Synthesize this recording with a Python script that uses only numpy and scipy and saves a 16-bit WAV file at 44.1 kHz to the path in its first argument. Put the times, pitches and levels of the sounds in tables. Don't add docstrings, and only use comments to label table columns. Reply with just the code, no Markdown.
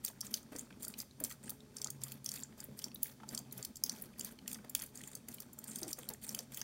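import sys
import numpy as np
from scipy import signal
from scipy.fft import rfft, irfft, next_fast_len
from scipy.io import wavfile
from scipy.ndimage import uniform_filter1d

SR = 44100
rng = np.random.default_rng(int(sys.argv[2]) if len(sys.argv) > 2 else 0)


def to_wav(sig):
    pcm = np.clip(np.atleast_2d(sig), -1, 1) * 32767
    pcm = np.round(pcm).astype(np.int16)
    wavfile.write(sys.argv[1], SR, pcm.T)


N = 292412
TIME = np.arange(N) / SR
AGE = TIME[:2048]
BLOW_S = .005

# (frequency [Hz], relative density [dB per Hz])
ROOM_AIR_SPECTRUM = [(28, -34), (45, -6.5), (75, -5), (110, -4.5), (400, -13.5), (800, -31), (5000, -25),
                     (9000, -28.5), (16000, -36.5)]
# (time [s], level [dB], pitch [Hz])
FAINT_TONE = [(1.5, -77, 429), (1.62, -67, 428), (2.05, -75.5, 399), (2.15, -74, 404)]
# (time [s], level [dB])
BASIN_BOOM = [(0.05, -71), (1.55, -64.5), (1.66, -74), (1.99, -53), (2.6, -71), (2.73, -56), (2.78, -67.5),
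              (3.2, -66.5), (3.61, -57), (3.65, -72.5), (6.4, -65.5)]
# (frequency [Hz], relative density [dB per Hz])
DRUMMING_SPECTRUM = [(30, -38), (110, -14.5), (170, -8.5), (210, 1.5), (250, 0), (300, -10.5), (420, -16),
                     (1500, -30), (8000, -41)]
STEEL_MODES_HZ = [419, 548.7, 620, 864, 1264, 1570]
# (time [s], thump [dB],
# starting pitch [Hz], splash [dB], decay length [s])
WET_PLOPS = [(0.517, -47, 297, -47.5, 0.022), (0.55, -43.5, 311, -48, 0.018),
             (1.206, -41, 312.7, -49.5, 0.044), (2.684, -45.5, 239, -83, 0.02),
             (3.325, -42, 249.6, -48, 0.025), (3.589, -60, 390, -50, 0.014),
             (3.97, -52, 242, -52.5, 0.11), (4.642, -62, 680, -50.5, 0.0088),
             (5.818, -41, 374, -48.5, 0.031), (5.863, -43, 375, -74, .04), (5.982, -52, 560, -49, 0.015),
             (6.097, -54, 1010, -46.5, 0.031)]
# (frequency [Hz], relative density [dB per Hz])
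SPLASH_SPECTRUM = [(200, 3), (550, 8), (900, -2), (1800, -1.5), (3200, -9.5), (7000, -14)]
# (start [s], length [s], strength [dB], sizzle [dB])
TONGUE_STROKES = [(0.042, 0.049, -54.5, -56), (0.239, 0.038, -62, -60), (0.311, 0.067, -54.5, -65),
                  (0.523, 0.11, -71, -59), (0.806, 0.1, -63, -54.5), (0.973, 0.047, -54, -66),
                  (1.24, 0.086, -54, -62), (1.434, 0.096, -75, -58), (1.75, 0.12, -66, -70),
                  (2.014, 0.14, -60, -73), (2.257, .17, -58.5, -60), (2.576, 0.063, -68.5, -63.5),
                  (2.77, 0.1, -65, -64), (3.022, 0.1, -58, -63), (3.277, 0.12, -66.5, -68),
                  (3.52, 0.13, -64, -69), (3.85, 0.2, -63, -69), (4.184, 0.14, -61, -65.5),
                  (4.477, .078, -58, -58.5), (4.761, 0.11, -56, -60), (4.949, 0.22, -69.5, -59.5),
                  (5.284, 0.14, -64, -63.5), (5.573, 0.14, -94, -69), (5.668, 0.18, -61.5, -53.5),
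                  (5.879, .036, -58, -52), (5.964, 0.14, -73, -61.5), (6.224, 0.2, -62, -56),
                  (6.521, 0.099, -57.5, -60.5)]
# (frequency [Hz], relative density [dB per Hz])
FIZZ_SPECTRUM = [(300, -5), (700, -6.5), (1900, 4.5), (2600, 2.5), (3600, -6.5), (6300, -4.5), (9400, -8.5),
                 (10500, -2)]
# (frequency [Hz], relative density [dB per Hz])
SIZZLE_SPECTRUM = [(6000, -25), (7600, -12), (8300, -14), (9450, -7.5), (9800, -39), (12000, -23)]
# (frequency [Hz], relative density [dB per Hz])
SPRAY_SPECTRUM = [(7000, -59), (9500, -2), (10300, 6), (12000, 10), (15500, 8), (17000, -30)]
# (time [s], level [dB], pitch [Hz])
AIR_POCKETS = [(.081, -51.5, 2400), (.103, -55.5, 610), (.232, -55.5, 1190), (.342, -43, 3100),
               (.707, -55, 1600), (.728, -60, 2170), (.941, -46.5, 2780), (1.112, -58.5, 4170),
               (1.203, -54, 1020), (1.313, -51.5, 1900), (1.48, -54.5, 1860), (1.519, -60, 840),
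               (1.606, -57, 3660), (1.764, -62, 1290), (1.863, -50.5, 870), (1.885, -56, 1370),
               (2.121, -49.5, 3000), (2.376, -51.5, 2550), (2.526, -62, 1940), (2.82, -52, 3360),
               (2.918, -57, 3000), (2.96, -49, 3960), (3.059, -53, 2030), (3.204, -55, 890),
               (3.236, -48, 886), (3.513, -58, 4150), (4.21, -47, 3200), (4.39, -53, 2900),
               (4.462, -58.5, 1850), (4.48, -45.5, 2980), (4.558, -55, 1220), (4.589, -58.5, 1520),
               (4.753, -36.5, 3200), (4.829, -55, 1260), (5.009, -54, 1910), (5.287, -55.5, 1930),
               (5.385, -53, 2750), (6.147, -58.5, 1870), (6.307, -64, 1280), (6.348, -42.5, 3060),
               (6.617, -46.5, 1920)]
# (time [s], ring [dB], ring pitch [Hz], bright snap [dB])
FILM_TEARS = [(.0492, -36.5, 8740, -30), (.0623, -41, 6000, -49), (.08, -47, 6160, -54),
              (.2084, -44, 6140, -39.5), (.2122, -36, 5630, -53), (.267, -47, 7490, -64),
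              (.3411, -30, 4500, -33), (.4302, -59, 7660, -65), (.563, -44, 6160, -54),
              (.586, -47.5, 8440, -46), (.5933, -39.5, 7400, -47), (.8307, -46, 9100, -41.5),
              (.8495, -41.5, 7000, -41), (.8822, -44.5, 8900, -37), (.9892, -44.5, 6900, -41),
              (1.0026, -39.5, 5150, -64), (1.203, -50, 8550, -38.5), (1.2396, -33, 8400, -32.5),
              (1.2487, -39, 4640, -38), (1.3024, -54, 6890, -53), (1.312, -48, 6250, -58),
              (1.496, -45.5, 4700, -36.5), (1.5042, -46, 8700, -38), (1.7682, -41, 6130, -58),
              (1.7846, -49, 4680, -60), (1.8173, -38, 5770, -50), (1.845, -32.5, 6740, -48),
              (1.872, -42.5, 4570, -60), (1.9041, -40, 8850, -40.5), (2.0181, -51, 5900, -57),
              (2.0371, -35.5, 9300, -41), (2.1207, -48, 7060, -41.5), (2.2455, -49, 7450, -44),
              (2.2616, -35, 5970, -43), (2.291, -36.5, 4800, -41), (2.3173, -39.5, 6600, -47),
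              (2.3584, -48.5, 7100, -56), (2.4017, -52, 7000, -54), (2.435, -39, 6700, -66),
              (2.6043, -44, 6700, -50), (2.642, -69, 9300, -40.5), (2.791, -44, 5100, -44.5),
              (2.8423, -35, 5600, -44), (2.947, -76, 7500, -39.5), (3.0313, -36, 8600, -25),
              (3.2903, -42, 6400, -51), (3.3489, -37, 6260, -43.5), (3.3773, -36.5, 4630, -45),
              (3.39, -45, 7700, -46), (3.526, -49.5, 10100, -39.5), (3.579, -56, 4600, -42.5),
              (3.6278, -41, 7800, -56), (3.65, -39, 4240, -38.5), (3.758, -47, 6300, -52),
              (3.7693, -46, 6540, -50), (3.8381, -28, 5350, -28), (3.863, -43.5, 4740, -46),
              (3.8959, -32.5, 4780, -45.5), (4.022, -67, 10300, -37.5), (4.1957, -42, 8300, -40),
              (4.2104, -39.5, 7450, -58), (4.2338, -59, 7400, -58), (4.2478, -43, 9300, -38),
              (4.479, -39.5, 6500, -38), (4.517, -65, 7600, -56), (4.5312, -41.5, 8300, -40),
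              (4.545, -44, 5800, -54), (4.6973, -46.5, 7360, -41), (4.7505, -31, 6770, -26),
              (4.821, -42.5, 9900, -40), (4.956, -47, 8960, -60), (4.975, -46.5, 6700, -54),
              (5.076, -46.5, 7540, -52), (5.153, -42, 7800, -41.5), (5.2865, -44.5, 9300, -42.5),
              (5.3433, -52, 9300, -41), (5.4039, -48, 6450, -41.5), (5.422, -54.5, 4640, -52),
              (5.5328, -55, 7500, -49), (5.5894, -46.5, 8040, -43), (5.642, -48, 7860, -45),
              (5.717, -48, 6300, -61), (5.7591, -38.5, 8500, -43), (5.787, -49, 5630, -44),
              (5.8316, -37, 5600, -46), (5.9307, -36, 5100, -38), (5.989, -48, 8180, -44),
              (6.0895, -41, 4470, -34.5), (6.103, -50, 5950, -51), (6.137, -45, 6940, -49),
              (6.239, -54, 9200, -43), (6.2922, -38.5, 5770, -41), (6.3128, -52, 7580, -52),
              (6.3484, -36.5, 9700, -38), (6.3906, -37.5, 4780, -43), (6.546, -43.5, 7300, -46),
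              (6.5734, -47, 7300, -39.5), (6.6154, -37.5, 5000, -46)]
# (frequency [Hz], mean relative level [dB])
MOUTH_RESONANCES = [(3300, -1), (4650, 9), (5600, 3.5), (6400, 12.5), (7420, 13.5), (9330, 9.5)]
TREBLE_DIPS_HZ = [2823, 4000, 5190, 6700, 7800, 10080]

ROOM_T60_S, ROOM_DB = .22, -14.3
BASIN_HZ, BASIN_WIDTH_HZ = 133, 12
MOUTH_WIDTH_HZ, STEEL_WIDTH_HZ = 240, 14
DIP_DB, DIP_WIDTH_HZ, CUTOFF_HZ = -8, 200, 15750
SPILL_RISE_S, SPILL_FALL_S = .0033, .045
POUR_DB, SPILL_DRUM_DB, SPILL_TRICKLE_DB = -60.5, 2.5, 7
USUAL_LICK_DB, FIZZ_DB, FIZZ_FOLLOWS = -60, -60.5, .4
LICK_SAG_DB_PER_S = 20
TICK_RING_DB, TICK_SNAP_DB, TICK_SPREAD_DB = 2.5, 4.5, 1.5
TICK_LOW_HZ, TICK_HIGH_HZ = 3200, 9300


def from_db(db):
    return 10 ** (np.asarray(db) / 20)


def rms_one(x):
    return x / np.sqrt(np.mean(x ** 2) + 1e-20)


def in_time(rows):
    s, *columns = np.transpose(rows)
    return [np.interp(TIME, s, column) for column in columns]


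def add(out, s, level_db, sound):
    start = max(round(s * SR), 0)
    part = sound[:N - start] / np.sqrt(np.sum(sound ** 2) / (BLOW_S * SR))
    out[start:start + len(part)] += from_db(level_db) * part


def resonate(x, hz, width_hz):
    radius = np.exp(-np.pi * width_hz / SR)
    zeros = np.array([1, 0, -1]) * (1 - radius ** 2) / 2
    poles = [1, -2 * radius * np.cos(2 * np.pi * hz / SR), radius ** 2]
    return signal.lfilter(zeros, poles, x)


def high_pass(x, hz, order):
    return signal.sosfilt(signal.butter(order, hz, "high", fs=SR, output="sos"), x)


def colour(x, spectrum):
    hz, level_db = np.transpose(spectrum)
    size = next_fast_len(N, real=True)
    bins = np.maximum(np.fft.rfftfreq(size, 1 / SR), 1)
    gains = from_db(np.interp(np.log(bins), np.log(hz), level_db))
    return rms_one(irfft(rfft(x, size) * gains, size)[:N])


def flutter(depth_db, hz):
    slow = signal.sosfilt(signal.butter(2, hz, fs=SR, output="sos"), rng.standard_normal(N))
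    return rms_one(from_db(depth_db * np.clip(rms_one(slow), -2, 2)))


def droplets(per_s, spread_db, smooth_db):
    sizes = from_db(spread_db * np.minimum(rng.exponential(1, N), 3.5))
    clicks = (rng.random(N) < per_s / SR) * sizes * rng.choice([-1, 1], N)
    return rms_one(clicks) + from_db(smooth_db) * rng.standard_normal(N)


def bubbles(per_s, low_hz, high_hz, width_share, count=26):
    sizes = from_db(4 * np.minimum(rng.exponential(1, N), 3)) * rng.choice([-1, 1], N)
    clicks = (rng.random(N) < per_s / SR) * sizes
    dealt = rng.integers(0, count, N)
    ringing = np.zeros(N)
    for k, hz in enumerate(np.geomspace(low_hz, high_hz, count)):
        chosen = clicks * (dealt == k) + 1e-18
        ringing += resonate(chosen, hz, width_share * hz) / np.sqrt(hz)
    return rms_one(ringing)


def bursts(count, rise_s, linger_s):
    shape = (AGE / rise_s) ** 2 * np.exp(2 - 2 * AGE / rise_s)
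    wander = uniform_filter1d(rng.standard_normal((count, len(AGE))), size=50)
    uneven = from_db(4.5 * rms_one(wander))
    splutter = .25 * uneven * np.exp(-AGE / linger_s) * (1 - np.exp(-AGE / rise_s))
    return rng.standard_normal((count, len(AGE))) * (shape + splutter)


def steel(x):
    ringing = np.zeros(len(x))
    for k, hz in enumerate(STEEL_MODES_HZ):
        ringing += (-1) ** k * resonate(x, hz, STEEL_WIDTH_HZ) * STEEL_MODES_HZ[0] / hz
    return ringing


def stroke(start, length, rise_s, fall_s):
    end = start + length
    return np.interp(TIME, [start - rise_s, start, end, end + fall_s], [0, 1, 1, 0])


def spill():
    return np.max([stroke(start, length, SPILL_RISE_S, SPILL_FALL_S)
                   for start, length, *_ in TONGUE_STROKES], axis=0)


def room_air(level_db=-65.0):
    return from_db(level_db) * colour(rng.standard_normal(N), ROOM_AIR_SPECTRUM)


def faint_tone():
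    level_db, hz = in_time(FAINT_TONE)
    sounding = (TIME > FAINT_TONE[0][0]) & (TIME < FAINT_TONE[-1][0])
    tone = np.sqrt(2) * np.sin(2 * np.pi * np.cumsum(hz) / SR)
    return sounding * from_db(level_db) * tone


def kitchen(x, first_echo_s=.0013):
    age = TIME[:SR // 2]
    build_up = 1 - np.exp(-(age / first_echo_s) ** 2)
    tail = rng.standard_normal(len(age)) * from_db(-60 * age / ROOM_T60_S) * build_up
    return signal.fftconvolve(x, tail / np.sqrt(np.sum(tail ** 2)))[:N]


def trickle(patter_db=-78, burble_db=-78, steel_db=-77):
    patter = bubbles(per_s=200, low_hz=900, high_hz=9000, width_share=.12)
    burble = bubbles(per_s=130, low_hz=450, high_hz=1900, width_share=.08)
    ringing = rms_one(steel(rng.standard_normal(N)))
    flow = from_db(patter_db) * patter + from_db(burble_db) * burble
    return flow * flutter(depth_db=4, hz=5.8) + from_db(steel_db) * ringing


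def basin(spilled):
    boom_db, = in_time(BASIN_BOOM)
    drumming = from_db(POUR_DB + SPILL_DRUM_DB * spilled) * flutter(depth_db=3, hz=10)
    patter = droplets(per_s=210, spread_db=-.5, smooth_db=3)
    boom = resonate(resonate(patter, BASIN_HZ, BASIN_WIDTH_HZ), BASIN_HZ, 2 * BASIN_WIDTH_HZ)
    boom = boom / np.sqrt(uniform_filter1d(boom ** 2, size=3000) + 1e-12)
    return drumming * colour(patter, DRUMMING_SPECTRUM) + from_db(boom_db) * boom


def plops(sag_per_s=7, wobble=.22, overtone_db=-8, steel_db=4):
    gulps, splashes = np.zeros((2, N))
    crackle = colour(droplets(per_s=1200, spread_db=2.5, smooth_db=-4), SPLASH_SPECTRUM)
    age = TIME[:SR // 5]
    for s, thump_db, hz, splash_db, length_s in WET_PLOPS:
        swell = (1 - np.exp(-(age / .0025) ** 2)) * np.exp(-(age / length_s) ** 2)
        settling = .25 * np.exp(-age / (2 * length_s)) * (1 - np.exp(-age / length_s))
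        envelope = swell + settling
        slosh, churn = rms_one(uniform_filter1d(rng.standard_normal((2, len(age))), size=140))
        sinking_hz = hz * np.exp(-sag_per_s * np.minimum(age, 2 * length_s))
        phase = 2 * np.pi * np.cumsum(sinking_hz) / SR
        gulp = (1 + wobble * slosh) * np.sin(phase + wobble * churn)
        gulp += from_db(overtone_db) * churn * np.sin(2 * phase)
        add(gulps, s, thump_db, envelope * gulp)
        add(splashes, s, splash_db, envelope * crackle[round(s * SR):][:len(age)])
    return gulps + splashes + from_db(steel_db) * steel(splashes)


def tongue_splutter():
    catches = (rng.random(N) < 45 / SR) * rng.uniform(1, 3, N)
    ticks = signal.fftconvolve(catches, AGE / .001 * np.exp(1 - AGE / .001))[:N]
    return rms_one(flutter(depth_db=3.3, hz=25) + ticks)


def licking(swell_s=.015, fade_s=.054, arch_db=5, sizzle_gain_db=-1, spray_gain_db=-2.5):
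    strokes = np.zeros((3, N))
    for start, length, strength_db, sizzle_db in TONGUE_STROKES:
        span = (TIME > start - swell_s) & (TIME < start + length + fade_s)
        from_middle = TIME[span] - start - length / 2
        arch = np.cos(np.pi * from_middle / (length + fade_s)) ** 2 - .5
        contact = stroke(start, length, swell_s, fade_s)[span] ** 2
        contact = contact * from_db(arch_db * arch - LICK_SAG_DB_PER_S * from_middle)
        levels_db = [FIZZ_DB + FIZZ_FOLLOWS * (strength_db - USUAL_LICK_DB),
                     sizzle_db + sizzle_gain_db, strength_db + spray_gain_db]
        strokes[:, span] = np.maximum(strokes[:, span], from_db(levels_db)[:, None] * contact)
    wash = .45 * rng.standard_normal(N)
    fizz = bubbles(per_s=560, low_hz=3200, high_hz=9500, width_share=.09)
    fizz = colour(fizz + wash, FIZZ_SPECTRUM)
    sizzle = bubbles(per_s=1800, low_hz=6500, high_hz=9800, width_share=.04)
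    sizzle = colour(sizzle + wash, SIZZLE_SPECTRUM) * flutter(depth_db=3, hz=40)
    spray = bubbles(per_s=3000, low_hz=9800, high_hz=16000, width_share=.05)
    spray = colour(spray + wash, SPRAY_SPECTRUM) * flutter(depth_db=2.5, hz=30)
    return tongue_splutter() * np.sum(strokes * [fizz, sizzle, spray], axis=0)


def pops(rows, overtone_ratio=1.455, overtone_db=-5, opening_cycles=3.674):
    out = np.zeros(N)
    opening_s = opening_cycles / np.array(rows)[:, 2:]
    tears = bursts(len(rows), rise_s=opening_s, linger_s=.005)
    for (s, level_db, hz), tear in zip(rows, tears):
        width_hz = .13 * hz
        pocket = resonate(tear, hz, width_hz)
        pocket += from_db(overtone_db) * resonate(tear, overtone_ratio * hz, width_hz)
        add(out, s - opening_cycles / hz - .001, level_db, pocket)
    return out


def mouth_ring(tear, size_spread=.031, spread_db=3):
    stretch = np.exp(size_spread * rng.uniform(-.8, 1))
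    ringing = np.zeros(len(tear))
    for k, (hz, mean_db) in enumerate(MOUTH_RESONANCES):
        gain = from_db(mean_db + spread_db * rng.standard_normal())
        ringing += (-1) ** k * gain * resonate(tear, hz * stretch, MOUTH_WIDTH_HZ)
    return ringing


def small_smacks(count=3):
    rows = []
    for start, length, strength_db, _ in TONGUE_STROKES:
        for when, pitch, size in rng.random((count, 3)):
            level_db = strength_db + TICK_SPREAD_DB * (2 * size - 1)
            hz = TICK_LOW_HZ * (TICK_HIGH_HZ / TICK_LOW_HZ) ** pitch
            rows.append((start + when * length, level_db + TICK_RING_DB, hz, level_db + TICK_SNAP_DB))
    return rows


def smacks(rows, ring_width_hz=1200, mouth_db=-2, ring_lead_s=.0011, slowing=.41):
    out = np.zeros(N)
    brights_db = np.array(rows)[:, -1:]
    snap_s = .0014 * from_db(slowing * (brights_db.max() - brights_db))
    tears = high_pass(bursts(len(rows), rise_s=.0008, linger_s=.004), 2800, order=2)
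    snaps = high_pass(bursts(len(rows), rise_s=snap_s, linger_s=.006), 9800, order=6)
    for (s, level_db, hz, bright_db), tear, snap, rise_s in zip(rows, tears, snaps, snap_s.ravel()):
        cavity = resonate(resonate(tear, hz, ring_width_hz), hz, 4 * ring_width_hz)
        ring = rms_one(cavity) + from_db(mouth_db) * rms_one(mouth_ring(tear))
        add(out, s - ring_lead_s, level_db, ring)
        add(out, s - rise_s, bright_db, snap)
    return out


def scene():
    spilled = spill()
    background = room_air() + faint_tone() + basin(spilled)
    mouths = smacks(FILM_TEARS + small_smacks()) + pops(AIR_POCKETS) + licking()
    water = mouths + plops() + from_db(SPILL_TRICKLE_DB * spilled) * trickle()
    return (background + water + from_db(ROOM_DB) * kitchen(water))[None]


def record(dry, gain_db=.04):
    for hz in TREBLE_DIPS_HZ:
        dry = dry - (1 - from_db(DIP_DB)) * resonate(dry, hz, DIP_WIDTH_HZ)
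    steep_cut = signal.ellip(10, .1, 80, CUTOFF_HZ, fs=SR, output="sos")
    return from_db(gain_db) * signal.sosfilt(steep_cut, dry)


dry = scene()
out = record(dry)
to_wav(out)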